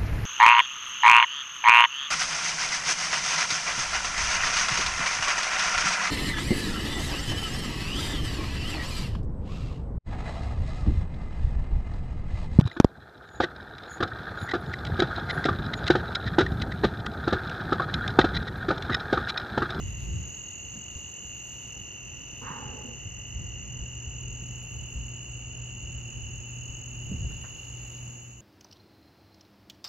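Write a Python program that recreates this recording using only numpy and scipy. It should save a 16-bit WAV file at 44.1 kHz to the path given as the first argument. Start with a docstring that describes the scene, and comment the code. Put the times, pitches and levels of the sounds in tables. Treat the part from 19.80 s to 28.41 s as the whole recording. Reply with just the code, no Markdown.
"""A ground cricket trills close by in the grass at night, scraping one wing over the other.
Behind it, around a pond, sings a chorus of its kind and of tree crickets. A frog gives one hoarse
call, and late on something slaps the water softly. A mains hum and a faint drone come up over a low
rumble and steady noise; grass rustles, and the hand-held camera thuds as it is bumped."""
import sys
import numpy as np
from scipy import signal
from scipy.fft import rfft, irfft, next_fast_len
from scipy.io import wavfile
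from scipy.ndimage import uniform_filter1d, map_coordinates

SR = 44100
rng = np.random.default_rng(int(sys.argv[2]) if len(sys.argv) > 2 else 0)


def pcm_store(signal):
    """Save signal as 16-bit PCM."""
    levels = np.round(np.clip(np.atleast_2d(signal), -1, 1) * 32767)
    wavfile.write(sys.argv[1], SR, levels.astype(np.int16).T)


N = 379596
SIDES = np.array([[1], [-1]])  # plus for the left channel, minus for the right


def amp(db):
    """Turn decibels into a number to multiply by."""
    return 10 ** (np.asarray(db) / 20)


def unit(x):
    """Scale x to an average strength (rms) of 1."""
    return x / np.sqrt(np.mean(x ** 2) + 1e-20)


def along(points, hz):
    """Read between (frequency, value) points, with octaves evenly spaced."""
    f, values = np.transpose(points)
    return np.interp(np.log(hz + 1), np.log(f + 1), values)


def clock():
    """The time of each sample, in seconds."""
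    return np.arange(N) / SR


def curves(rows):
    """Join a table's points over time: one curve for each column after the first."""
    times, *columns = np.transpose(rows)
    return [np.interp(clock(), times, column) for column in columns]


def ramp(start, length):
    """0 before start, rising to 1 over length seconds."""
    return np.clip((clock() - start) / length, 0, 1)


def swell(middle, length):
    """A bell-shaped rise and fall, 1 at its middle."""
    return np.exp(-((clock() - middle) / length) ** 2)


def wobble(rate):
    """A smooth curve through rate random values a second."""
    times = clock()[::16]
    coarse = map_coordinates(rng.standard_normal(int(N * rate / SR) + 4), [times * rate])
    return np.interp(clock(), times, coarse)


def filtered(x, response):
    """Multiply each frequency in x by response(frequency)."""
    size = next_fast_len(N + SR // 4)
    return irfft(rfft(x, size) * response(np.fft.rfftfreq(size, 1 / SR)), size)[..., :N]


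def noise(response):
    """Filtered noise of strength 1."""
    return unit(filtered(rng.standard_normal(N), response))


def rush(spectrum, alike):
    """Stereo noise of strength 1; alike gives (Hz, likeness): 1 if both sides match, -1 if opposite."""
    def response(hz):
        angle = np.arccos(np.clip(along(alike, hz), -1, 1)) / 2
        return amp(along(spectrum, hz)) * [np.cos(angle), np.sin(angle)]
    mid, side = filtered(rng.standard_normal((2, N)), response)
    return unit(np.array([mid + side, mid - side]))


# How long the grass echoes: f/Hz, time to fade by 60 dB/s
ECHO_TIMES = [(500, 0.83), (3000, 0.16), (8000, 0.12)]
def scatter(x):
    """Grass and bank send back a short, blurred echo to each side."""
    hz, t, bands = signal.stft(rng.standard_normal((2, SR // 4)), SR, nperseg=256)
    fade = amp(-60 * t / along(ECHO_TIMES, hz)[:, None])
    tail = signal.istft(bands * fade, SR, nperseg=256)[1]
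    return signal.fftconvolve(np.atleast_2d(x), tail / np.linalg.norm(tail[0]), axes=1)[:, :N]


# Tone colour (how strong each frequency is) of the steady noise: f/Hz, level/dB
STEADY_COLOUR = [(60, -18.5), (150, 1.5), (250, -1), (400, -4.5), (600, -8.5), (850, -7), (1200, -11),
                 (1700, -15), (2400, -15), (3600, -25), (5200, -21), (7000, -12), (8000, -71)]
# A thin hiss above 10 kHz and a band below 3 kHz, with a gap between: f/Hz, level/dB
THIN_HISS_BANDS = [(3000, 9.5), (6000, -86), (10000, 11), (14000, 7)]
# How alike the steady noise sounds left and right: f/Hz, likeness
STEADY_LIKENESS = [(100, 1), (300, 0.66), (600, 0.098), (1000, -0.47), (1600, 0.0076), (2300, 0.93),
                   (5000, 0.19)]
# Loudness of the hiss: t/s, level/dB
HISS_LOUDNESS = [(0, -67), (1.1, -69), (1.7, -65.5), (2.3, -69), (3.2, -69.5), (4.3, -70.5), (4.9, -66),
                 (5.8, -70), (6.3, -68.5), (7.3, -67), (7.8, -67), (8.4, -65)]
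def background_noise(steady_db=-52.5):
    """Steady background noise and a separate thin hiss above 10 kHz, with a gap between."""
    steady = amp(steady_db + .35 * wobble(5)) * rush(STEADY_COLOUR, STEADY_LIKENESS)
    hiss_gain = amp(curves(HISS_LOUDNESS)[0] + .7 * wobble(25))
    return steady + hiss_gain * rush(THIN_HISS_BANDS, alike=[(7000, -0.14), (11000, 0.016)])


# Tone colour of the rumble: f/Hz, level/dB
RUMBLE_COLOUR = [(13, -25), (22, -49), (49, 1), (91, -0.5), (119, -3), (157, -9.5), (243, -20.5),
                 (318, -30), (350, -21), (400, -32), (520, -34), (880, -120)]
# Its loudness: t/s, level/dB
RUMBLE_LOUDNESS = [(0, -49), (.9, -50), (1.7, -53), (2.3, -49.5), (3.2, -47), (3.9, -43.5), (5.5, -45),
                   (6.2, -44), (7.2, -41), (7.75, -47.5), (8.2, -50.5)]
# Shifts of the hand's grip: t/s, level/dB, half length/s
GRIP_SHIFTS = [(0.04, -34.5, 0.13), (0.323, -32.5, 0.15), (3.274, -43, 0.064), (3.597, -35, 0.066),
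               (4.032, -50, 0.036), (4.497, -44.5, 0.064), (5.182, -38, 0.059), (7.437, -36.5, 0.21)]
def rumble(sway_db=2):
    """An uneven low rumble that swells whenever the grip shifts."""
    steady = amp(curves(RUMBLE_LOUDNESS)[0] + sway_db * wobble(8))
    grip_power = sum((amp(db) * swell(s, length)) ** 2 for s, db, length in GRIP_SHIFTS)
    return np.sqrt(steady ** 2 + grip_power) * rush(RUMBLE_COLOUR, alike=[(60, 0.87), (300, 0.28)])


# Three mains tones and a faint separate drone at 353 Hz: f/Hz, relative level/dB
HUM_TONES = [(60, -9.5), (120, 2.5), (240, -17), (353, -22)]
def low_hum(before_db=-57, after_db=-43.5, turn_start_s=2.3, turn_end_s=4.08, dip_db=-12.5):
    """A mains hum and a faint separate drone come up as the camera turns, and later dip briefly."""
    tones = np.zeros(N)
    for hz, db in HUM_TONES:
        gain = amp(db + 1.1 * wobble(9))
        tones += gain * np.sin(2 * np.pi * (hz * clock() + rng.random()) + .28 * wobble(10))
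    turn = ramp(turn_start_s, turn_end_s - turn_start_s)
    return amp(before_db + (after_db - before_db) * turn + dip_db * swell(7.75, 0.1)) * unit(tones)


# Tone colour of the rustle, with a deep gap near 8 kHz: f/Hz, level/dB
RUSTLE_COLOUR = [(400, -11), (720, 2.5), (1200, 0.5), (2200, 2.5), (3500, 5), (5200, 1), (7000, 0.5),
                 (8300, -43), (10000, -1), (14000, -13.5)]
# Each brush: t/s, level/dB, half length/s
GRASS_BRUSHES = [(.15, -61.5, 0.35), (0.757, -64.5, 0.25), (1.173, -63.5, 0.15), (1.72, -62.5, 0.38),
                 (2.65, -65.5, 0.35), (7.6, -64.5, 0.3), (8.08, -64, 0.2)]
def grass(crackle_db=3.0):
    """Blades of grass brush past each other in a fine, uneven crackle."""
    level = sum(amp(db) * swell(s, length) for s, db, length in GRASS_BRUSHES)
    crackle = amp(crackle_db * wobble(400) + 1.8 * wobble(18))
    return level * unit(crackle * rush(RUSTLE_COLOUR, alike=[(1000, 0.4)]))


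# Small rustles and ticks: t/s, level/dB, f/Hz, half length/s
TICKS = [(0.492, -61.5, 10000, .005), (1.637, -68, 11000, .004), (1.684, -72, 12500, 0.049),
         (2.608, -61, 5170, 0.0027), (4.834, -65, 7640, 0.012), (7.617, -60.5, 7900, 0.005)]
def ticks():
    """Each tick is a tiny puff of bright noise in a wide band around its frequency."""
    out, t = np.zeros((2, N + SR)), np.arange(SR // 3) / SR
    middle = t.mean()
    for s, db, hz, length in TICKS:
        band = signal.butter(2, [hz / 4.9, min(hz * 1.5, SR * .45)], "band", fs=SR, output="sos")
        puff = unit(signal.sosfilt(band, rng.standard_normal(len(t))))
        shape = np.exp(-((t - middle) / length) ** 2)
        out[:, round((s - middle) * SR):][:, :len(t)] += amp(db) * puff * shape
    return out[:, :N]


# Bumps on the camera: t/s, relative level/dB, f/Hz, time to fade by 60 dB/s
BODY_BUMPS = [(0.034, -27, 69.6, 0.1), (.228, -25.5, 97, 0.043), (0.284, -34, 182, .06),
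              (0.307, -31, 72, 0.098), (0.371, -34, 93, 0.091), (.931, -37, 170, 0.054),
              (0.955, -33, 215, 0.036), (.972, -33, 162, 0.041), (1.157, -28.5, 76.5, 0.073),
              (1.244, -44, 69.6, 0.12), (1.449, -43, 63, 0.17), (1.961, -47, 57, 0.14),
              (2.532, -30, 117, 0.041), (2.705, -26, 148, 0.033), (2.858, -25, 128, 0.042),
              (2.902, -32, 92, 0.049), (3.254, -33, 94.6, 0.13), (4.016, -30, 63.6, 0.11),
              (4.274, -30, 76.5, 0.1), (4.623, -31, 155, 0.05), (5.155, -31.5, 58.7, 0.43),
              (6.36, -37, 70.6, 0.098), (6.893, -33, 66.5, 0.14), (7.296, -28, 130, .07),
              (7.314, -24, 193, 0.074), (7.34, -21.5, 105, 0.06), (7.424, -33, 141, .05),
              (7.445, -24.5, 69, 0.16), (7.502, -29, 119, 0.1), (8.27, -38, 172, 0.061)]
# Tone colour of the hand's dull scuff: f/Hz, level/dB
SCUFF_COLOUR = [(50, -32), (130, 4.5), (300, -5), (480, -14.5), (800, -23), (1600, -84)]
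def bumps(thud_db=4.5, scuff_db=-13, scuff_fade_s=0.072):
    """Each soft bump rings the camera's body briefly while the hand scuffs it."""
    thuds, t = np.zeros((2, N + SR)), np.arange(SR // 3) / SR
    attack = 1 - np.exp(-t / 0.0035)
    scuff_gain = np.zeros(N)
    for s, db, hz, fade_s in BODY_BUMPS:
        fade = amp(-60 * t / fade_s)
        ring = np.sin(2 * np.pi * hz * t) + 0.21 * np.sin(2 * np.pi * hz * 2.13 * t) * fade
        thuds[:, round(s * SR):][:, :len(t)] += amp(db + thud_db) * attack * fade * ring
        since = np.maximum(clock() - s, 0)
        scuff_gain += amp(db + scuff_db - 60 * since / scuff_fade_s) * ramp(s, 0.0066)
    return thuds[:, :N] + scuff_gain * rush(SCUFF_COLOUR, alike=[(200, 0.83)])


# Slaps on the water: t/s, level/dB
WATER_SLAPS = [(7.503, -54), (7.635, -46.5)]
# Their tone colour: f/Hz, level/dB
WATER_COLOUR = [(250, -25), (500, -1), (900, -2), (1400, 1), (2400, -6.5), (3400, -21), (6000, -35),
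                (9000, -70)]
def water(attack_s=0.0087, fade_s=.11, echo_db=-12):
    """Something stirs at the surface: each slap starts sharply and dies at once."""
    level = sum(amp(db - 60 * np.maximum(clock() - s - attack_s, 0) / fade_s) * ramp(s, attack_s)
                for s, db in WATER_SLAPS)
    slaps = level * rush(WATER_COLOUR, alike=[(1000, .5)])
    return slaps + amp(echo_db) * scatter(slaps)


def strokes(rate, jitter, duty, uneven_db):
    """Progress (0 to 1), strength and start phase of each wing stroke; duty is its share of a beat."""
    count = np.cumsum(rate * np.ones(N)) / SR + rng.random() + jitter * wobble(7)
    chance = rng.standard_normal((1024, 2))[count.astype(int) % 1024]
    progress = np.clip(count % 1 / duty, 0, 1)
    return progress, amp(uneven_db * chance[:, 0]), np.pi * chance[:, 1]


def stereo_tone(hz, start, lead):
    """A gliding tone whose left wave runs ahead of the right by lead radians."""
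    phase = 2 * np.pi * np.cumsum(hz) / SR + start
    return np.sin(phase + SIDES * lead / 2)


def chorus(singers, crowd, glide, duty, drift, crowd_db, alike):
    """A few crickets stand out, each on its own beat; countless farther ones merge into an even ring."""
    song = np.zeros((2, N))
    for hz, rate, db, lead in singers:
        progress, strength, start = strokes(rate, jitter=0.018, duty=duty, uneven_db=1)
        pitch = hz * (1 + glide * (.5 - progress) + drift * wobble(45))
        song += amp(db) * strength * np.sin(np.pi * progress) ** 2 * stereo_tone(pitch, start, lead)
    ring = rush(crowd, [(1000, alike)])
    power = np.abs(uniform_filter1d(np.mean(ring ** 2, axis=0), size=SR // 40)) + 1e-6
    ring = unit(ring / power ** .3)  # smooth out the lumps in loudness
    return unit((unit(song) + amp(crowd_db) * ring) / np.hypot(1, amp(crowd_db)))


# The far singer: f/Hz, strokes/s, relative level/dB, left lead/rad
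FAR_SINGERS = [(1984, 61, 0, 0.42)]
# Tone colour of the crowd around it: f/Hz, level/dB
FAR_COLOUR = [(1700, -30), (1950, 19), (2080, 20), (2350, -49.5)]
# Loudness of both together: t/s, level/dB
FAR_LOUDNESS = [(0, -60), (1.2, -69.5), (3.7, -62.5), (4.4, -70.5), (8.6, -86)]
def far_crickets():
    """A faint trill comes from across the pond."""
    trill = chorus(FAR_SINGERS, FAR_COLOUR, glide=.06, duty=.8, drift=0.0118, crowd_db=6.5, alike=-0.14)
    return amp(curves(FAR_LOUDNESS)[0]) * trill


# Higher and lower ground crickets: f/Hz, strokes/s, relative level/dB, left lead/rad
HIGH_SINGERS = [(6880, 45, 0, -0.9), (6700, 46, 1, -2.5), (7030, 39.5, 2.5, -2.5), (6670, 50.5, -7.5, 0),
                (7225, 35, -10, -1.56)]
LOW_SINGERS = [(6110, 47.5, 0, -2.1), (5870, 33, -1, -2)]
# Tone colour of each crowd: f/Hz, level/dB
HIGH_COLOUR = [(5600, -30), (6000, -21), (6460, -11), (6570, 10), (6800, 8), (6930, -7), (7010, 3.5),
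               (7120, 1), (7210, 0.5), (7400, -60)]
LOW_COLOUR = [(5200, -30), (5600, -5), (6200, 12), (6600, -49.5)]
# Loudness of each group: t/s, level/dB
HIGH_LOUDNESS = [(0, -48), (.5, -46), (1.6, -45), (2.3, -51), (5.4, -47.5), (6.8, -48.5), (7.9, -47.5)]
LOW_LOUDNESS = [(0, -64), (1.3, -61), (3.8, -59.5), (4.8, -63), (8.3, -65)]
def ground_crickets():
    """Two groups scrape out shrill trills, one a little lower and much softer."""
    high = chorus(HIGH_SINGERS, HIGH_COLOUR, glide=.024, duty=.75, drift=.003, crowd_db=-3, alike=-0.15)
    low = chorus(LOW_SINGERS, LOW_COLOUR, glide=.14, duty=.5, drift=.012, crowd_db=-2, alike=-.1)
    return amp(curves(HIGH_LOUDNESS)[0]) * high + amp(curves(LOW_LOUDNESS)[0]) * low


# Tree crickets: f/Hz, strokes/s, relative level/dB, left lead/rad
TREE_SINGERS = [(2822, 55.7, 0, 0), (2750, 51, -12, 0), (2930, 63, -11, .2)]
# Tone colour of their crowd: f/Hz, level/dB
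TREE_COLOUR = [(2200, -58), (2500, -14.5), (2670, -3.5), (2750, 4), (2850, -1), (2930, 3), (3050, -19.5),
               (3200, -25), (3500, -72)]
# Loudness of the group: t/s, level/dB
TREE_LOUDNESS = [(0, -48.5), (1.6, -45.5), (3.7, -46), (4.6, -46.5), (7.8, -46.7), (8.6, -52.5)]
# How clearly they pulse: t/s, level above the even ring/dB
TREE_PULSING = [(.2, -5), (1.1, 4), (1.7, 1.5), (2.3, -5), (3.1, 0), (3.8, 4.5), (4.7, -3), (5.5, 3.5),
                (6.6, -3.5), (7.3, -0.5), (7.85, 4.5), (8.5, -7.5)]
# Left lead as the camera turns: t/s, near cricket/rad, tree crickets/rad
LEFT_LEADS = [(0, -1, 0.84), (.75, -0.1, 1.04), (2.8, -2.5, 0.47), (3.9, -2, 0.36), (4.7, -1.5, -0.34),
              (5.6, -2, -0.42), (6.4, 1, -0.5), (8.3, -0.5, -0.63)]
def tree_crickets(pan_db=-0.87):
    """A lower trill whose pulse comes and goes, as when the singers drift in and out of step."""
    crowd_db = -curves(TREE_PULSING)[0]
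    trill = chorus(TREE_SINGERS, TREE_COLOUR, glide=.03, duty=.92, drift=.006,
                   crowd_db=crowd_db, alike=.92)
    phase_shift = np.exp(.5j * curves(LEFT_LEADS)[1] * SIDES)  # slides one side's wave ahead
    turned = np.real(signal.hilbert(trill, next_fast_len(N))[:, :N] * phase_shift)
    return amp(curves(TREE_LOUDNESS)[0] + pan_db * SIDES) * turned


def resonance(hz, width_hz):
    """Noise of strength 1 ringing around a moving pitch."""
    phase = 2 * np.pi * np.cumsum(hz) / SR
    return unit(wobble(width_hz) * np.sin(phase) + wobble(width_hz) * np.cos(phase))


# Tone colour of the frog's upper rasp: f/Hz, level/dB
RASP_COLOUR = [(700, -28), (840, -3), (1150, 1), (1370, -3.5), (1650, -5), (2000, -13.5), (2600, -23),
               (4000, -34), (7000, -62)]
# Low resonances of its throat: f/Hz, width/Hz, level/dB
THROAT_RINGS = [(250, 86, 2), (367, 170, -4), (457, 66, -4.5)]
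def frog(start_s=2.606, length_s=0.45, attack_s=0.064, hold_s=0.0353, release_s=0.16,
         start_hz=1021, settled_hz=885, rasp_hz=62, lead=0.95, pan_db=-2.5, echo_db=-15):
    """One hoarse call: as the effort falls, the rasping burst dulls into a lower, clearer note."""
    burst_end = start_s + attack_s + hold_s
    since = np.maximum(clock() - burst_end, 0)
    burst = np.exp(-since / 0.018)
    held = amp(-1 - 34.5 * since)
    effort = ramp(start_s, attack_s) ** 0.67 * (burst + (1 - burst) * held)
    opening = ramp(start_s, attack_s / 5) * (1 - ramp(start_s + length_s, release_s))
    sag = ramp(burst_end, 0.102)
    hz = start_hz + (settled_hz - start_hz) * sag - 111 * since  # the held note keeps sinking
    clear_share = .03 + .76 * sag
    phase = 2 * np.pi * np.cumsum(hz * (1 + .018 * wobble(70))) / SR
    note = unit(np.sin(phase) * amp(3.8 * wobble(35)))
    flutter = 1 + 0.14 * np.sin(2 * np.pi * np.cumsum(rasp_hz * (1 + 0.266 * wobble(40))) / SR)
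    voice = np.sqrt(1 - clear_share) * resonance(hz, width_hz=240) + np.sqrt(clear_share) * note
    main = amp(-45 + 2 * since) * effort * voice
    upper = amp(-41) * effort ** 1.67 * noise(lambda f: amp(along(RASP_COLOUR, f)))
    throat = noise(lambda f: sum(amp(db) * (f * width / (peak ** 2 - f * f + 1j * f * width)) ** 2
                                 for peak, width, db in THROAT_RINGS))
    call = opening * flutter * (main + upper + amp(-49) * throat)
    pair = filtered(call, lambda f: np.exp(1j * SIDES * lead / 2)) * amp(pan_db * SIDES)
    return pair + amp(echo_db) * scatter(call)


# Three parts of the near cricket's stroke, changing as the camera turns:
# t/s, core level/dB, falling part level/dB, low end level/dB
STROKE_LEVELS = [(0, -69, -60, -71), (.55, -48, -59.5, -72), (1.3, -56.5, -58, -66), (2, -57, -58.5, -57.5),
                 (3.1, -56, -59, -62), (4.1, -53, -66, -61), (4.7, -51.5, -81, -64), (5.6, -57.5, -80, -80),
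                 (6.9, -51, -85, -82), (8.1, -58.5, -70, -83)]
def near_cricket(wing_hz=6640, start_hz=7000, knee_hz=6300, low_hz=6010, end_hz=5560, echo_db=-8):
    """One wing's scraper slows along the other's teeth, so each stroke glides down through its ring."""
    rate = (42.7 + 0.095 * clock()) * (1 + .004 * wobble(0.99))  # strokes a second, slowly quickening
    lead = curves(LEFT_LEADS)[0]
    progress, strength, start = strokes(rate, jitter=0.043, duty=0.7, uneven_db=0.15)
    glide_hz = [start_hz, wing_hz + 80, wing_hz - 80, knee_hz, low_hz, end_hz]
    hz = np.interp(progress, [0, .16, .45, .63, .8, 1], glide_hz) + 50 * wobble(110)
    shape = strength * np.sqrt(np.abs(np.sin(np.pi * progress)))
    tone = stereo_tone(hz, start, lead) * shape * amp(0.82 * wobble(300))  # the teeth catch unevenly
    parts = [np.exp(-((progress - at) / width) ** 2) for at, width in [(.3, .2), (.63, .11), (.81, .11)]]
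    song = unit(tone) * sum(amp(db) * unit(part) for db, part in zip(curves(STROKE_LEVELS), parts))
    return song + amp(echo_db) * scatter(song)


def scene():
    """Add up all the sources in stereo."""
    animals = near_cricket() + tree_crickets() + ground_crickets() + far_crickets() + frog()
    return animals + water() + rumble() + low_hum() + background_noise() + grass() + ticks() + bumps()


def record(dry):
    """Fade the sound at the end and cut off the very highest treble."""
    fade_start_s, fade_db_per_s, top_hz = 8.297, 18.5, 14200
    fade = amp(-fade_db_per_s * np.maximum(clock() - fade_start_s, 0))
    return filtered(dry * fade, lambda hz: hz < top_hz)


dry = scene()
out = record(dry)
pcm_store(out)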